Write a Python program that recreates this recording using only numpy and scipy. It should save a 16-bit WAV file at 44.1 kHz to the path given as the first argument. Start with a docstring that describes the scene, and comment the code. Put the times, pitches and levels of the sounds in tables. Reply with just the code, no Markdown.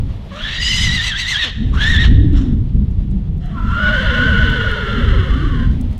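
"""Two horses calling in the wind

Wind buffets a microphone beside an open sand arena: shaped low noise, and a moan from a moving resonance.
A horse near by gives a long wavering whinny, a short one and a snort, built from unsteady tones and noisy breath.
A second horse answers from farther off with a high voice and a low one at once, and a thin strand between.
Sheds and fences return a short echo, made of fading noise. There is a faint outdoor hiss and a few dry ticks."""
import sys
import numpy as np
from scipy import signal
from scipy.fft import rfft, irfft
from scipy.io import wavfile
from scipy.ndimage import uniform_filter1d

SR = 44100
rng = np.random.default_rng(int(sys.argv[2]) if len(sys.argv) > 2 else 0)


def to_wav(s):
    """Save 16-bit WAV."""
    ch = np.atleast_2d(s).T  # columns
    pcm = np.round(np.clip(ch, -1, 1) * 32767)  # PCM
    wavfile.write(sys.argv[1], SR, pcm.astype(np.int16))


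N = 264159  # length of the scene in samples, about 6 s

# how the far horse's throat colours its voices: (frequency [Hz], level [dB])
FAR_THROAT = [(250, -30), (500, -10.5), (760, -13.5), (1030, -10), (1450, 6), (1800, 0.5), (2150, -7.5),
              (2300, -12.5), (2420, -32.5), (2650, -10), (3000, -2.5), (3600, -9.5), (3780, -23.5),
              (4050, -12.5), (4350, -27.5), (4800, -28), (5300, -25.5), (6100, -30), (6500, -28),
              (7000, -30.5), (8300, -36), (15500, -47.5)]


def gain_of(db):
    """Turns decibels into a gain."""
    return 10 ** (np.asarray(db) / 20)


def evened(x):
    """Scales a sound to an average (rms) level of 1."""
    return x / np.sqrt(np.mean(x ** 2) + 1e-20)


def columns(rows):
    """Gives a gate that is open while the table lasts, then the table's columns at every sample."""
    s, *values = np.transpose(rows)
    t = np.arange(N) / SR
    gate = np.clip(np.minimum(t - s[0], s[-1] - t) / 0.017, 0, 1)  # fades over 17 ms at both ends
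    return gate, *(np.interp(t, s, v) for v in values)


def wander(per_s, size=N):
    """A slow random curve of unit rms that changes about per_s times a second."""
    return evened(signal.lfilter(*signal.butter(2, per_s, fs=SR), rng.standard_normal(size)))


def colour(points, hz):
    """Reads the gain of a spectrum table at the frequencies hz."""
    f, db = np.transpose(points)
    return gain_of(np.interp(np.log(hz + 1), np.log(f + 1), db))


def coloured(points):
    """Noise of unit rms, shaped by a spectrum table."""
    spectrum = rfft(rng.standard_normal(N))
    return evened(irfft(spectrum * colour(points, np.fft.rfftfreq(N, 1 / SR)), N))


def band(x, low_hz, high_hz):
    """One frequency band of x, at unit rms."""
    return evened(signal.sosfilt(signal.butter(4, [low_hz, high_hz], "band", fs=SR, output="sos"), x))


def resonate(x, hz, width):
    """A moving resonance: shifts the curve hz down to zero, smooths, and shifts back."""
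    turn = np.exp(2j * np.pi * np.cumsum(hz) / SR)
    r = np.exp(-np.pi * width / SR)
    return 2 * (turn * signal.lfilter([1 - r], [1, -r], x / turn)).real


def wind():
    """Lumpy low noise for the buffeting, and noise through a moving resonance for the moan."""
    # strength of the buffeting: (time [s], level [dB])
    gusts = [(0.0, -13), (0.4, -36.5), (0.42, -27.5), (0.97, -16), (1.03, -25), (1.5, -28.5), (1.65, -11),
             (1.7, -15), (1.77, -10), (1.82, -15.5), (2.12, -5), (2.74, -16), (2.75, -11.5), (3.57, -21.5),
             (3.74, -13.5), (3.77, -18), (4.45, -12.5), (4.82, -22), (5.2, -9.5), (5.25, -20.5),
             (5.32, -12.5), (5.65, -15), (5.67, -10), (5.99, -23.5)]
    # spectrum of the buffeting: (frequency [Hz], relative level [dB per Hz])
    rumble = [(7, -36.5), (15, -6), (45, -1.5), (75, -4), (110, -7), (160, -13.5), (220, -21), (320, -30.5),
              (450, -39), (700, -67.5), (1200, -89)]
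    # the moan: (time [s], pitch [Hz], level before a cut of 3.5 dB [dB])
    moan_path = [(0, 198, -45.5), (.35, 202, -30), (.66, 215.6, -44.5), (.92, 180.6, -19),
                 (1.02, 210, -38.5), (1.5, 170, -48.5), (1.62, 222.5, -17), (1.8, 245, -33),
                 (2.07, 233, -18), (2.3, 298.4, -18.5), (2.5, 228, -15), (2.68, 208, -29),
                 (2.82, 200.4, -16), (2.94, 171, -28.5), (3.1, 184.7, -20), (3.45, 140.4, -19.5),
                 (3.6, 216.5, -21), (4.05, 187, -23.5), (4.24, 257, -25), (4.35, 188, -16),
                 (4.5, 262, -21.5), (4.62, 200, -25), (4.8, 177, -32.5), (4.97, 222, -19.5),
                 (5.22, 222, -29.5), (5.45, 299, -21.5), (5.6, 233.5, -22), (5.82, 245, -22),
                 (5.99, 214, -30)]
    buffet = gain_of(columns(gusts)[1] + 1.13 * wander(6.5)) * coloured(rumble)
    _, moan_hz, moan_db = columns(moan_path)
    moan_hz = moan_hz * (1 + 0.042 * wander(8))
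    moan = resonate(resonate(rng.standard_normal(N), moan_hz, 38), moan_hz, 55)
    return buffet + gain_of(moan_db - 3.5 + 1.36 * wander(22.4)) * evened(moan)


def hiss():
    """The faint outdoor hiss: shaped noise, flickering a little."""
    # spectrum: (frequency [Hz], relative level [dB per Hz])
    spectrum = [(290, -6.5), (500, -4), (900, -11), (1200, -15.5), (1620, -19.5), (1820, -17), (2640, -19),
                (3380, -17), (4640, -26.5), (8000, -39.5), (11000, -41), (15800, -50.5)]
    # strength: (time [s], level [dB])
    strength = [(0, -42.5), (.3, -42.5), (1.5, -58), (1.7, -41.5), (2.6, -48.5), (3.3, -49.5), (5.8, -41.5),
                (5.99, -44)]
    flicker_db = 1.3 * wander(9)
    return gain_of(columns(strength)[1] + flicker_db) * coloured(spectrum)


def trill():
    """The near horse's trill: pitch sag and loss of breath at every sample, one smooth dip for each sag."""
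    # each time the voice sags and the breath is choked:
    # (time [s], sag [Hz], half length [s], treble lost [dB])
    sags = [(0.588, 69.4, .04, 7), (0.676, 100.1, 0.034, 1), (0.794, 161, .03, 1.5), (0.899, 109.4, .05, 5),
            (0.999, 189.4, 0.054, 6.5), (1.142, 435.6, 0.061, 21), (1.25, 200.2, .05, 12),
            (1.357, 354.4, 0.052, -1), (1.957, 126.8, .04, -1), (1.986, 62, .025, 8.5)]
    s, sag_hz, half, lost_db = np.transpose(sags)
    t = np.arange(N)[:, None] / SR
    dip = np.cos(np.pi / 2 * np.clip((t - s) / half, -1, 1)) ** 2
    return dip @ sag_hz, dip @ lost_db


def whinny(rows, voice, throat, jitter, tremble, shimmer_db, patchy_db):
    """An unsteady tone with overtones and half-pitch lines, and breath rushing through the throat."""
    # upper overtones: (multiple of the pitch, level against the treble [dB])
    upper = [(3, -6.5), (4, -14.5), (5, -30), (6, -30.5)]
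    # odd halves, heard when every second cycle differs: (multiple of the pitch, relative level [dB])
    halves = [(.5, -30), (1.5, -2), (2.5, -6.5), (3.5, -17), (4.5, -40.5)]
    loud_db, soft_db = -20, -34  # tone levels between which the roughness changes
    choke_share = 0.3  # part of the lost treble dB that the lower breath loses too
    halves_lag_s, halves_flat = .16, 0.99  # half-pitch lines follow the pitch sluggishly, a little flat
    hoarse_db, hoarse_width_hz = -0.5, 700  # a wide rasp around the pitch, strongest in a rough voice

    gate, *controls = columns(rows)
    on = gate > 0
    hz, tone_db, breath_db, treble_db, half_db, sag_hz, lost_db = (c[on] for c in (*controls, *trill()))
    octave_db, low_db, rough_loud, rough_soft = voice
    size = len(hz)
    loud = np.clip((tone_db - soft_db) / (loud_db - soft_db), 0, 1)
    rough = np.clip(rough_soft + (rough_loud - rough_soft) * loud, 0, 1)

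    hz = hz - sag_hz
    treble_db = treble_db - lost_db
    breath_db = breath_db - choke_share * lost_db
    half_db = half_db - lost_db

    slow_hz = halves_flat * uniform_filter1d(hz, size=round(halves_lag_s * SR))
    slow_turn = 2 * np.pi * np.cumsum(slow_hz * (1 + 2.2 * jitter * wander(45, size))) / SR
    unsteady = 1 + jitter * wander(115.6, size) + tremble * wander(11.73, size)
    turn = 2 * np.pi * np.cumsum(hz * unsteady) / SR

    def line(multiple, db, tear, swing_db, per_s, turn=turn):
        """One partial; uneven closing of the vocal folds tears a share of it into a rasp of sidebands."""
        spread_hz = 70 + 40 * multiple  # higher partials tear wider
        rasp = wander(spread_hz, size) * np.sin(multiple * turn)
        rasp += wander(spread_hz, size) * np.cos(multiple * turn)
        clean = np.sqrt(2) * np.sin(multiple * turn)
        level = gain_of(db + swing_db * wander(per_s, size))
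        return level * (np.sqrt(1 - tear) * clean + np.sqrt(tear) * rasp)

    tone = line(1, tone_db, rough ** 3, shimmer_db, 70)
    hoarse = resonate(rng.standard_normal(size), hz, hoarse_width_hz)
    hoarse = evened(resonate(hoarse, hz, hoarse_width_hz))
    tone += gain_of(tone_db + hoarse_db) * rough ** 2.56 * hoarse
    octave = line(2, tone_db + octave_db, rough ** 1.8, 0.75 * shimmer_db, 29)
    tone += colour(throat, 2 * hz) * octave
    for k, db in upper:
        tone += line(k, treble_db + db, np.sqrt(rough), patchy_db, 8.7)
    for k, db in halves:
        tone += line(k, half_db + db, rough ** 1.8, 0.55 * patchy_db, 20, slow_turn)

    rush = coloured(throat)[on]
    breath = gain_of(breath_db + low_db) * band(rush, 270, 1394)
    breath += gain_of(breath_db - 2.5) * band(rush, 1760, 4920)
    breath += gain_of(treble_db - 6.0) * band(rush, 5410, 17000)
    out = np.zeros(N)
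    out[on] = tone + gain_of(1.3 * wander(40, size)) * breath
    return gate * out


def grunt(start, length, first_hz, last_hz, peak_db):
    """A short hoarse low note: an unsteady pitch with a few overtones, loudest in the middle."""
    ends_db = peak_db - 4
    gate, hz, level_db = columns([(start, first_hz, ends_db),
                                  (start + length / 2, (first_hz + last_hz) / 2, peak_db),
                                  (start + length, last_hz, ends_db)])
    turn = 2 * np.pi * np.cumsum(hz * (1 + .04 * wander(103))) / SR
    return gate * gain_of(level_db) * sum(gain_of(-3.5 * k) * np.sin((k + 1) * turn) for k in range(5))


def near_horse():
    """A long whinny, a short one and a snort share one throat; low grunts open and close the long whinny."""
    # the three calls, each: (time [s], pitch before sags [Hz], tone [dB], breath before sags [dB],
    # treble before sags [dB], half-pitch lines before sags [dB])
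    squeal = [(.28, 1089, -63, -47, -81, -74), (.334, 1095, -50, -43, -47.5, -51),
              (.444, 1690, -28, -28, -45, -62), (.534, 1892, -33.5, -25, -42, -31.5),
              (.64, 2017, -26.5, -30, -30.5, -18.5), (.83, 2066, -22.5, -22, -24, -19.5),
              (.94, 2008, -22.5, -24, -29.5, -25), (1.06, 1993, -26, -23.5, -29.5, -27.5),
              (1.2, 2027, -27, -25.5, -28.5, -23.5), (1.31, 2060, -23, -22.5, -26, -35),
              (1.4, 1942, -21.5, -24, -42, -35), (1.44, 1795, -23.5, -18.5, -31.5, -26),
              (1.52, 1540, -74, -29.5, -54, -64)]
    yelp = [(1.715, 993, -55, -55, -77, -75), (1.74, 1143, -37, -44, -44, -69),
            (1.795, 1550, -28, -32, -44.5, -44), (1.82, 1670, -19, -18.5, -33.5, -41),
            (1.86, 1744, -16.5, -23.5, -35, -46.5), (1.9, 1866, -19, -27, -32, -49),
            (2.03, 1869, -18.5, -25.5, -41.5, -53), (2.05, 1640, -30.5, -17, -36, -39),
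            (2.07, 1390, -42.5, -26.5, -43.5, -60), (2.1, 1220, -55, -39, -45.5, -68)]
    snort = [(2.32, 1794, -58, -46.5, -70, -71), (2.378, 1810, -72, -39, -43.5, -71),
             (2.424, 1795, -58, -48, -51, -71), (2.55, 1760, -64, -56.5, -70, -75)]
    # how the throat colours the voice: (frequency [Hz], level [dB])
    near_throat = [(250, -30.5), (600, -25.5), (1200, -17), (1900, -8), (2450, -10.5), (2900, 0),
                   (3400, 1.5), (3900, -2), (4500, -14), (4900, -29), (5300, -15), (5900, -15.5),
                   (8200, -26.5), (9000, -34.5), (9900, -31.5), (15500, -50)]
    # (start [s], length [s], first pitch [Hz], last pitch [Hz], peak level of the lowest tone [dB])
    grunts = [(0.303, 0.125, 561, 614, -33.5), (1.43, 0.074, 337, 185.3, -32.5)]
    # voice: octave above tone before the throat [dB], low breath above breath [dB],
    # roughness 0-1 when loud, when soft
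    calls = (squeal, (0, -15, .4, 1)), (yelp, (-5, -12, .55, 1)), (snort, (0.9, -0.68, .9, 1))
    near = sum(whinny(*call, near_throat, jitter=0.0104, tremble=0.00349, shimmer_db=2.68, patchy_db=2.45)
               for call in calls)
    return near + sum(grunt(*row) for row in grunts)


def echo(x, t60=0.87, delay=.03, top_hz=5000):
    """Scattered returns from sheds and fences: a dull dying tail of noise with unit energy."""
    t = np.arange(SR) / SR
    tail = rng.standard_normal(SR) * gain_of(-60 * t / t60) * (t > delay)
    tail = signal.lfilter(*signal.butter(1, top_hz, fs=SR), tail)
    return signal.fftconvolve(x, tail / np.linalg.norm(tail))[:N]


def ticks():
    """Short dry crackles close to the microphone: resonant noise that dies at once."""
    # (time [s], peak level [dB], frequency [Hz])
    tick_rows = [(2.33, -43, 5520), (2.7504, -50, 5630), (2.91, -47, 5760), (3.112, -44, 6540),
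                 (3.3786, -47, 5520), (3.4575, -43.5, 6260), (4.4992, -34, 5910), (4.7123, -36, 5940),
                 (5.811, -33.5, 8830), (5.9124, -48, 6470), (5.9289, -44, 5510), (5.979, -41, 9060)]
    t60_s = 0.029  # time to fade by 60 dB
    size = 3000
    out, t = np.zeros(N + size), np.arange(size) / SR
    for s, db, hz in tick_rows:
        burst = resonate(rng.standard_normal(size), np.full(size, hz), 5000) * gain_of(-60 * t / t60_s)
        out[round(s * SR):][:size] += gain_of(db) * burst / abs(burst).max()
    return out[:N]


def nicker():
    """A low voice kicked upward at each throb that slides back; the throat colours its overtones."""
    # (time [s], resting pitch [Hz], level before the kicks thin it [dB])
    low_voice = [(3.3, 647, -71), (3.45, 704, -46), (3.74, 599, -58), (3.78, 602.5, -37),
                 (3.9, 585.7, -28.5), (3.98, 514, -29), (4.7, 428.2, -31.5), (5.2, 370.5, -30.5),
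                 (5.4, 367.1, -41), (5.6, 371.7, -40), (5.72, 362, -55)]
    a_throb_s, throbs_per_s = 3.785, 8.2  # start of one throb, and the steady rate
    kick_top_hz, kick_least_hz, kick_most_hz = 637.4, 50, 170.2  # kicks aim at the same top, within limits
    kick_loss_db_per_khz = 17  # the voice thins as it is kicked up
    overtones_db, overtones_from_s = -8, 3.94  # against the main tone; they swell from this time

    gate, rest_hz, level_db = columns(low_voice)
    t = np.arange(N) / SR
    since = (t - a_throb_s) % (1 / throbs_per_s)
    kick = uniform_filter1d(np.exp(-abs(since / 0.05) ** 3), size=300)
    kick_hz = np.clip(kick_top_hz - rest_hz, kick_least_hz, kick_most_hz)
    rest_hz = rest_hz * (1 + .045 * wander(65.7))
    hz = rest_hz + kick_hz * kick
    turn = 2 * np.pi * np.cumsum(hz) / SR
    # the resting pitch lingers under each kick
    drone = gain_of(-10.5) * kick * np.sin(2 * np.pi * np.cumsum(rest_hz) / SR)
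    overtones = sum(colour(FAR_THROAT, k * hz) * np.sin(k * turn) for k in range(2, 11))
    opened = np.clip((t - overtones_from_s) / 0.08, .1, 1)
    voice = np.sin(turn) + drone + gain_of(overtones_db) * opened * overtones
    thinned_db = level_db - kick_loss_db_per_khz * kick_hz * kick / 1000
    return gate * np.sqrt(2) * gain_of(thinned_db + 1.75 * wander(25)) * voice


def strand():
    """A thin tone that comes and goes, its pitch and level wavering by chance."""
    # (time [s], pitch [Hz], level [dB])
    thin_voice = [(3.49, 1113, -59), (3.55, 1029, -38), (3.68, 1004, -43.5), (3.76, 1187, -35.5),
                  (4.1, 1036, -34), (4.49, 1017, -41.5), (5.06, 1029, -49), (5.27, 1039, -40),
                  (5.38, 1185, -33.5), (5.5, 1140, -34.5), (5.62, 1055, -40), (5.68, 1007, -52)]
    gate, hz, level_db = columns(thin_voice)
    turn = 2 * np.pi * np.cumsum(hz * (1 + .04 * wander(18) + 0.02144 * wander(75.0))) / SR
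    return gate * np.sqrt(2) * gain_of(level_db + 3.0 * wander(14)) * np.sin(turn)


def far_horse():
    """The low voice shakes the high one, which weaves wavering lines at their sum and difference."""
    # high voice: (time [s], pitch [Hz], tone [dB], breath [dB], treble [dB], half-pitch lines [dB])
    answer = [(3.4, 1330, -62, -49.5, -60, -67), (3.53, 1322, -50, -44.5, -61, -63),
              (3.58, 1338, -33.5, -61, -62, -47), (3.69, 1357, -30, -41, -52.5, -50.5),
              (3.72, 1378, -24.5, -37, -52, -53.5), (3.87, 1454, -16, -28, -48, -32.5),
              (4.01, 1548, -20.5, -24, -43.5, -56.5), (4.07, 1476, -21, -22.5, -48, -60),
              (4.17, 1491, -19, -22.5, -45, -52), (4.33, 1459, -18, -26, -47, -50),
              (4.47, 1498, -19, -24.5, -47, -51), (4.75, 1428, -26, -27.5, -49, -56),
              (5.12, 1319, -33, -28.5, -50, -65), (5.33, 1240, -41.5, -33.5, -51.5, -64),
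              (5.38, 1485, -34.5, -35, -51, -64), (5.52, 1490, -41, -37, -55, -53),
              (5.65, 1560, -35.5, -38, -57, -67), (5.69, 1505, -56, -46, -58, -67),
              (5.76, 1523, -56, -56, -61, -67)]
    voice = (-10.5, -11.5, 0.45, 0.67)  # octave [dB], low breath [dB], roughness when loud, when soft
    low = nicker()
    high = whinny(answer, voice, FAR_THROAT, jitter=0.0144, tremble=.015, shimmer_db=1.6, patchy_db=2.2)
    return high * (1 + 1.34 * low) + low + strand()


def scene():
    """Two horses with their echo, wind, hiss and ticks."""
    near, far = near_horse(), far_horse()
    horses = near + far + gain_of(-18) * echo(near) + gain_of(-13) * echo(far, t60=0.35)
    return (horses + wind() + hiss() + ticks())[None]


def record(dry):
    """Rounds off the loudest peaks near full scale, then removes the highest treble."""
    edge_hz = 15800
    held = dry / (1 + dry ** 4) ** (1 / 4)
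    low_pass = signal.firwin(1023, edge_hz, window=("kaiser", 10), fs=SR)
    return signal.oaconvolve(held, low_pass[None], "same")


dry = scene()
out = record(dry)
to_wav(out)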